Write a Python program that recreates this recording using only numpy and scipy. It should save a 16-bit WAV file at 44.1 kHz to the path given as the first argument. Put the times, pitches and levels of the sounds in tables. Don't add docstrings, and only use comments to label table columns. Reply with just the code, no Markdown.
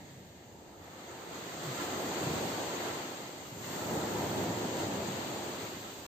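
import sys
import numpy as np
from scipy import signal
from scipy.fft import rfft, irfft, next_fast_len
from scipy.io import wavfile

SR = 44100
rng = np.random.default_rng(int(sys.argv[2]) if len(sys.argv) > 2 else 0)


def bounce(signal):
    frames = np.transpose(np.atleast_2d(signal))
    limited = np.clip(frames, -1, 1)
    pcm = np.round(limited * 32767).astype(np.int16)
    wavfile.write(sys.argv[1], SR, pcm)


def gain_from_db(level_db):
    decades = np.asarray(level_db, float) / 20
    return 10 ** decades


N = 267687
FRAME, GRID = 1024, 488
FIZZ_SPLIT_HZ, SIZZLE_SPLIT_HZ, GAP_HZ = 2300, 4760, 8525
MEAN_FORCE_DB, MEAN_WASH_DB = -44, -50


def rms_one(x):
    return x / np.sqrt(np.mean(x ** 2) + 1e-20)


def in_time(rows):
    s, *columns = np.transpose(rows)
    return [np.interp(np.arange(N) / SR, s, column) for column in columns]


def at_hz(points, hz):
    table_hz, values = np.transpose(points)
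    return np.interp(np.log(hz), np.log(table_hz), values)


def fft_grid():
    size = next_fast_len(N)
    return size, np.maximum(np.fft.rfftfreq(size, 1 / SR), 1)


def drift(rate_hz, shape=()):
    knots = rng.standard_normal((*shape, 400))
    place = np.arange(N) / SR * rate_hz
    index = place.astype(int)
    return knots[..., index] + (place - index) * (knots[..., index + 1] - knots[..., index])


def lean(pan_db):
    return gain_from_db(np.array([pan_db, -pan_db]) / 2)


def ring(clicks, hz, t60_s):
    radius = gain_from_db(-60 / (t60_s * SR))
    angle = 2 * np.pi * hz / SR
    return signal.lfilter([0, np.sin(angle)], [1, -2 * radius * np.cos(angle), radius ** 2], clicks + 1e-18)


def stepped_noise(steps, surge_db):
    size = next_fast_len(N)
    hz = np.fft.rfftfreq(size, 1 / SR)
    white = rfft(rng.standard_normal((2, size)))
    out = 0
    for (low, left_db, right_db, flicker_db), (high, *_) in zip(steps, steps[1:]):
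        band = irfft(white * ((hz >= low) & (hz < high)), size)[:, :N]
        level_db = np.array([[left_db], [right_db]]) + flicker_db * drift(SR / FRAME, (2,))
        out = out + band * gain_from_db(level_db)
    return rms_one(out * gain_from_db(surge_db))


def lapped_basis(first, count):
    n = np.arange(2 * FRAME)[:, None] + .5
    k = first + np.arange(count) + .5
    window = np.sin(np.pi * n / (2 * FRAME))
    return np.sqrt(2 / FRAME) * window * np.cos(np.pi / FRAME * (n + FRAME / 2) * k)


def to_lines(x, basis):
    padded = np.pad(x, ((0, 0), (2 * FRAME - GRID, 3 * FRAME)))
    return np.lib.stride_tricks.sliding_window_view(padded, 2 * FRAME, axis=1)[:, ::FRAME] @ basis


def from_lines(lines, basis):
    pieces = lines @ basis.T
    joined = pieces[:, 1:, :FRAME] + pieces[:, :-1, FRAME:]
    return joined.reshape(2, -1)[:, FRAME - GRID:][:, :N]


# (peak time [s], roar lift [dB], foam lift [dB])
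PUSHES = [(0.09, -0.5, 1), (0.85, 0.5, 1), (1.0, 0, 0.5), (1.345, 1, 2), (1.65, -0.5, 2), (1.82, 1.5, 2),
          (2.13, -1.5, 0.5), (2.25, -0.5, 0.5), (2.33, -1.5, 1), (2.6, 3.5, -0.5), (2.86, 1.5, 1),
          (2.97, -1, 0), (3.76, 1, 0), (4.0, -1.5, 0.2), (4.11, -0.5, -0.5), (4.39, 3, 0.5), (4.65, 0, 0),
          (4.8, 1.5, 3), (5.01, 1.5, -0.8), (5.31, 0.5, -0.5), (5.42, 1, 0), (5.63, 1.5, 1)]


def pushes():
    s, *lifts_db = np.transpose(PUSHES)
    coarse = np.arange(0, N + 64, 64)
    since_s = coarse / SR - s[:, None]
    width_s = np.where(since_s < 0, 0.029, 0.044)
    shape = np.exp(-(since_s / width_s) ** 2)
    return [np.interp(np.arange(N), coarse, lift_db @ shape) for lift_db in lifts_db]


# (time [s], roar force [dB], extra large air pockets [dB])
PLUNGE = [(0, -52.5, 4), (.15, -56, 6.5), (.5, -55.5, 3), (.8, -54.5, 0), (1.3, -47, -1), (1.55, -46.5, -2),
          (1.75, -42.5, -0.5), (2.1, -38, -2.5), (2.35, -35, 5.5), (2.62, -40.5, -4), (2.9, -40.5, -2.5),
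          (3.38, -50, -2), (3.55, -48, 6.5), (3.95, -35, 0), (4.4, -36.5, 2), (5.05, -38, 1.5),
          (5.45, -41.5, -0.5), (6.06, -51, -1)]


def plunge():
    force_db, pockets_db = in_time(PLUNGE)
    return force_db + pushes()[0], pockets_db


# (time [s], fizz vigour [dB], extra spray [dB], extra large bubbles [dB])
WASH = [(0, -62.5, 1.5, -2), (.3, -64.5, 1.5, -3.5), (.76, -65.5, 2, 2.5), (1.06, -57.5, -0.5, 3),
        (1.25, -56.5, 0, 2.5), (1.58, -50, -0.5, 0.5), (1.75, -47.5, 0, 1), (2.04, -47, 0.5, 1),
        (2.4, -46, 0, -1.5), (2.95, -48.5, -0.5, 2), (3.33, -54, -0.5, 0), (3.57, -55, 3.5, -0.5),
        (3.66, -49, 3, 0), (4.2, -47.5, 2, 0), (4.6, -48.5, 1, -0.5), (5, -48, -0.5, -1), (5.55, -50, 0, 0),
        (6.06, -55, 2, -1.5)]


def wash():
    wash_db, spray_db, large_db = in_time(WASH)
    return wash_db + pushes()[1], spray_db, large_db


def second_swell():
    return .5 + .5 * np.tanh((np.arange(N) / SR - 3.9) / .06)


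# (frequency [Hz], density [dB per Hz])
RUMBLE = [(11, -45.5), (18, -31), (32, -7), (64, -5.5), (75, 6.5), (97, -3), (110, 4), (140, -38),
          (240, -120)]
# (time [s], hiss level [dB], rumble lift [dB])
BACKWASH = [(0, -61, 0), (.3, -66.5, 3), (.7, -71, 4.5), (1.2, -64, -5), (1.6, -100, 2), (3, -96, -3),
            (6, -94, 5.5)]
# (low edge [Hz], left [dB], right [dB], flicker [dB]); last row closes the top
DRAIN = [(1570, -1, 1.2, 1.2), (1770, -3.5, 0.81, 1.1), (2240, -1, 2, 0)]


def far_sea(rumble_db=-68):
    hiss_db, lift_db = in_time(BACKWASH)
    size, hz = fft_grid()
    mid, side = rfft(rng.standard_normal((2, size))) * gain_from_db(at_hz(RUMBLE, hz))
    ports = (mid + 0.36 * side * [[1], [-1]]) * lean(-1.8)[:, None]
    rumble = irfft(ports, size)[:, :N]
    hiss = stepped_noise(DRAIN, .8 * drift(7.1))
    return rms_one(rumble) * gain_from_db(rumble_db + lift_db) + hiss * gain_from_db(hiss_db)


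# (time [s], centre [Hz])
SPECKS = [(0.081, 9100), (0.266, 9210), (0.522, 9210), (0.615, 9130), (0.754, 9230), (0.847, 9240),
          (0.893, 10160), (0.94, 9260), (1.102, 10120), (1.126, 9230), (1.288, 9220), (1.335, 9220),
          (1.474, 9230), (1.636, 9320), (1.892, 9180), (1.915, 9210), (1.985, 9160), (2.24, 9270),
          (2.588, 9090), (2.635, 10650), (2.728, 9940), (2.867, 9110), (2.983, 10530), (4.028, 10620),
          (4.167, 9150), (4.237, 10580), (4.376, 9910), (4.469, 9250), (4.632, 10750), (4.771, 10440)]


def lone_lines(fringe_share=0.43, fringe_db=7.0, left_db=-4, speck_db=3.5, loss_db_per_khz=7, speck_lines=4):
    first, count, frames = 396, 128, N // FRAME + 4
    hz = (first + np.arange(count)) * SR / (2 * FRAME)
    frame_at = GRID + FRAME * (np.arange(frames) - 1)
    wash_db = in_time(WASH)[0][frame_at.clip(0, N - 1)]
    reach_hz = np.minimum(rng.exponential(200, frames), 420) * (rng.random(frames) < fringe_share)
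    size = gain_from_db(wash_db + fringe_db)[:, None] * (hz < GAP_HZ + reach_hz[:, None])
    share = np.full(size.shape, .3)
    for s, centre_hz in SPECKS:
        frame = round((s * SR - GRID) / FRAME) + 1
        near = abs(hz - centre_hz) < 200
        line_db = wash_db[frame] + speck_db - loss_db_per_khz * (centre_hz - 9200) / 1000
        size[frame, near] = gain_from_db(line_db)
        share[frame, near] = speck_lines / near.sum()
    lit = rng.random((2, frames, count)) < share * np.array([.6, 1])[:, None, None]
    signs = rng.choice([-1, 1], lit.shape)
    lines = size * lit * signs * gain_from_db([left_db, 0])[:, None, None]
    return from_lines(lines, lapped_basis(first, count))


# (low edge [Hz], left [dB], right [dB], flicker [dB]); last row closes the top
TOP = [(11580, 0.3, -.8, 0.7), (12300, -1.5, -.8, 1.1), (12900, -0.5, .6, 1.1), (14200, -1.5, -.4, 1.1),
       (15150, -3, -1.2, 1.5), (15550, 0, 0, 0)]


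def spray(surge_db):
    wash_db, spray_db, _ = wash()
    level_db = wash_db - 7.5 + spray_db
    pan_db = -8.0 - 0.6 * spray_db - 2.5 * second_swell() + 1.8 * drift(7)
    sides = lean(pan_db)
    sides = sides / np.sqrt(np.mean(sides ** 2, axis=0))
    hiss = stepped_noise(TOP, .6 * surge_db) * sides * gain_from_db(level_db)
    basis = lapped_basis(528, 200)
    lines = to_lines(hiss, basis)
    own = np.sqrt(np.mean(lines ** 2, axis=2, keepdims=True)) + 1e-12
    step_db = np.array([2, -1.6])[:, None, None] + rng.normal(0, 2.2, own.shape)
    step = np.minimum(own[1] * gain_from_db(step_db), own * gain_from_db(7.8))
    lines[0, :, 176:] *= rng.random((lines.shape[1], 1)) < .5
    counts = np.floor(abs(lines / step) ** .75 + .4)
    return from_lines(np.sign(lines) * counts ** (4 / 3) * step, basis)


# (low edge [Hz], left [dB], right [dB], flicker [dB]); last row closes the top
COARSE = [(1000, 3, 6.5, 0.49), (1087.5, 3, 3.5, -2.5), (1200, 3.2, 3.2, 3.4), (1400, .5, 1, 0.1),
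          (1599.5, 0.5, 1.3, 0.78), (1853, -0.5, 0.5, 1.9), (2146, 0, -9.5, 2.5), (FIZZ_SPLIT_HZ, 0, 0, 0)]
FINE = [(FIZZ_SPLIT_HZ, 0.94, 0, 1.2), (2749, 1.5, -1, 2), (3106, 1, 0.5, 1.6), (3444.5, 1.5, -0.5, 1.1),
        (4134, 0.5, 0, 0.4), (SIZZLE_SPLIT_HZ, 0, 0, 0)]
SIZZLE = [(SIZZLE_SPLIT_HZ, -4, -5.5, 0.37), (5507, -5, -5, -0.5), (6145, -1.5, 1.5, 1.7),
          (6504, 4, -4.5, 2), (6884, 2, -4.5, -2), (7258, 4, -1, -1.1), (7645, -3.5, -4.5, 0.5),
          (7990, -2.5, -3, 2), (8259, -4.5, -3, 1.4), (GAP_HZ, 0, 0, 0)]


def foam(surge_db):
    force_db, _ = plunge()
    wash_db, spray_db, large_db = wash()
    coarse_db = -48 + large_db + 0.2 * (force_db - MEAN_FORCE_DB) + 0.95 * (wash_db - MEAN_WASH_DB)
    coarse = stepped_noise(COARSE, 0.57 * surge_db) * gain_from_db(coarse_db)
    fine = stepped_noise(FINE, .7 * surge_db) * gain_from_db(wash_db + 1.13 - 0.3 * spray_db)
    sizzle = stepped_noise(SIZZLE, 0.24 * surge_db) * gain_from_db(wash_db + 0.25 + 0.3 * spray_db)
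    return (coarse + fine + sizzle * lean(-0.8)[:, None]) * lean(0.25 * drift(9))


# (time [s], peak [dB], pitch [Hz])
SLAPS = [
    (1.354, -25, 326),
    (1.635, -29, 331),
    (1.818, -21, 328),
    (2.044, -19, 307),
    (2.269, -20, 159),
    (2.849, -40, 471),
    (4.401, -24, 315),
    (4.46, -21, 288),
    (4.787, -23, 378),
]
# (start [s], length [s], start pitch [Hz], end pitch [Hz], level [dB])
THUMP = (1.625, .12, 200, 122, -39)


def slaps(cycles=9, under_db=-9):
    out = np.zeros(N)
    for s, peak_db, hz in SLAPS:
        blow = np.zeros(N)
        blow[round(s * SR)] = gain_from_db(peak_db + under_db)
        out += ring(blow, hz, cycles / hz)
    out = signal.sosfilt(signal.butter(2, [110, 900], "band", fs=SR, output="sos"), out)
    start_s, length_s, from_hz, to_hz, level_db = THUMP
    part = np.clip((np.arange(N) / SR - start_s) / length_s, 0, 1)
    pitch_hz = to_hz + (from_hz - to_hz) * (1 - part) ** 2
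    thump = np.sin(np.pi * part) * np.sin(2 * np.pi * np.cumsum(pitch_hz) / SR)
    return out + gain_from_db(level_db) * thump


# (frequency [Hz], density [dB per Hz])
CREST_COLOUR = [(12, -65), (20, -38), (32, -57), (37, -42), (58, -17.5), (89, -5.5), (107, -4), (235, -2.5),
                (364, 1), (445, -2), (500, -1), (900, -2), (1100, -5.5), (1430, -43), (2420, -120)]
# (frequency [Hz], likeness [0-1])
LIKENESS = [(60, 1), (99, 1), (160, 0.95), (270, 0.85), (450, 0.75), (740, 0.4), (1220, 0), (2010, 0.03),
            (3330, -0.01), (5500, -0.02), (9080, -0.03), (15000, -0.01)]
# (frequency [Hz], left minus right [dB])
CREST_LEAN = [(30, -4.5), (120, -.9), (400, -0.3), (900, 0.2)]


def crest(bubbles_per_s=7000, spread_db=1.78, low_hz=200, high_hz=480, top_hz=1000):
    force_db, pockets_db = plunge()
    swing_db = force_db - MEAN_FORCE_DB
    boom_db = MEAN_FORCE_DB - 8.5 + 0.89 * swing_db + pockets_db
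    body_db = force_db - 4
    small_db = MEAN_FORCE_DB - 4 + 0.99 * swing_db - 0.3 * pockets_db - second_swell()

    sizes = gain_from_db(spread_db * np.minimum(rng.exponential(1, (2, N)), 5)) * rng.choice([-1, 1], (2, N))
    pops = sizes * (rng.random((2, N)) < bubbles_per_s / SR)
    size, hz = fft_grid()
    mid, side = rfft(pops * gain_from_db(.6 * drift(14)), size)
    alike = np.clip(at_hz(LIKENESS, hz), 0, .99) ** 0.61 * (.96 + .04 * np.tanh(hz / 110) ** 2)
    ports = np.sqrt(1 + alike) * mid + np.sqrt(1 - alike) * side * [[1], [-1]]
    cloud = ports * gain_from_db(at_hz(CREST_COLOUR, hz)) * lean(at_hz(CREST_LEAN, hz)) * (hz < top_hz)
    cloud = cloud / (1 + (62 / hz) ** 4)

    low_share = 1 / (1 + (hz / low_hz) ** 6)
    high_share = 1 / (1 + (high_hz / hz) ** 6)
    boom = irfft(cloud * low_share, size)[:, :N]
    body = irfft(cloud * (1 - low_share - high_share), size)[:, :N]
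    small = irfft(cloud * high_share, size)[:, :N]
    return rms_one(boom) * gain_from_db(boom_db) + rms_one(body) * gain_from_db(body_db) + rms_one(small) * gain_from_db(small_db)


def scene():
    surge_db = (drift(7.4) + drift(8, (2,))) / np.sqrt(2)
    return far_sea() + lone_lines() + spray(surge_db) + foam(surge_db) + slaps() + crest()


def roll_off(x):
    return signal.sosfilt(signal.butter(12, 15810, fs=SR, output="sos"), x)


def record(dry):
    end_s = 6.0655
    mix = dry * (np.arange(N) < end_s * SR)
    return roll_off(mix)


dry = scene()
out = record(dry)
bounce(out)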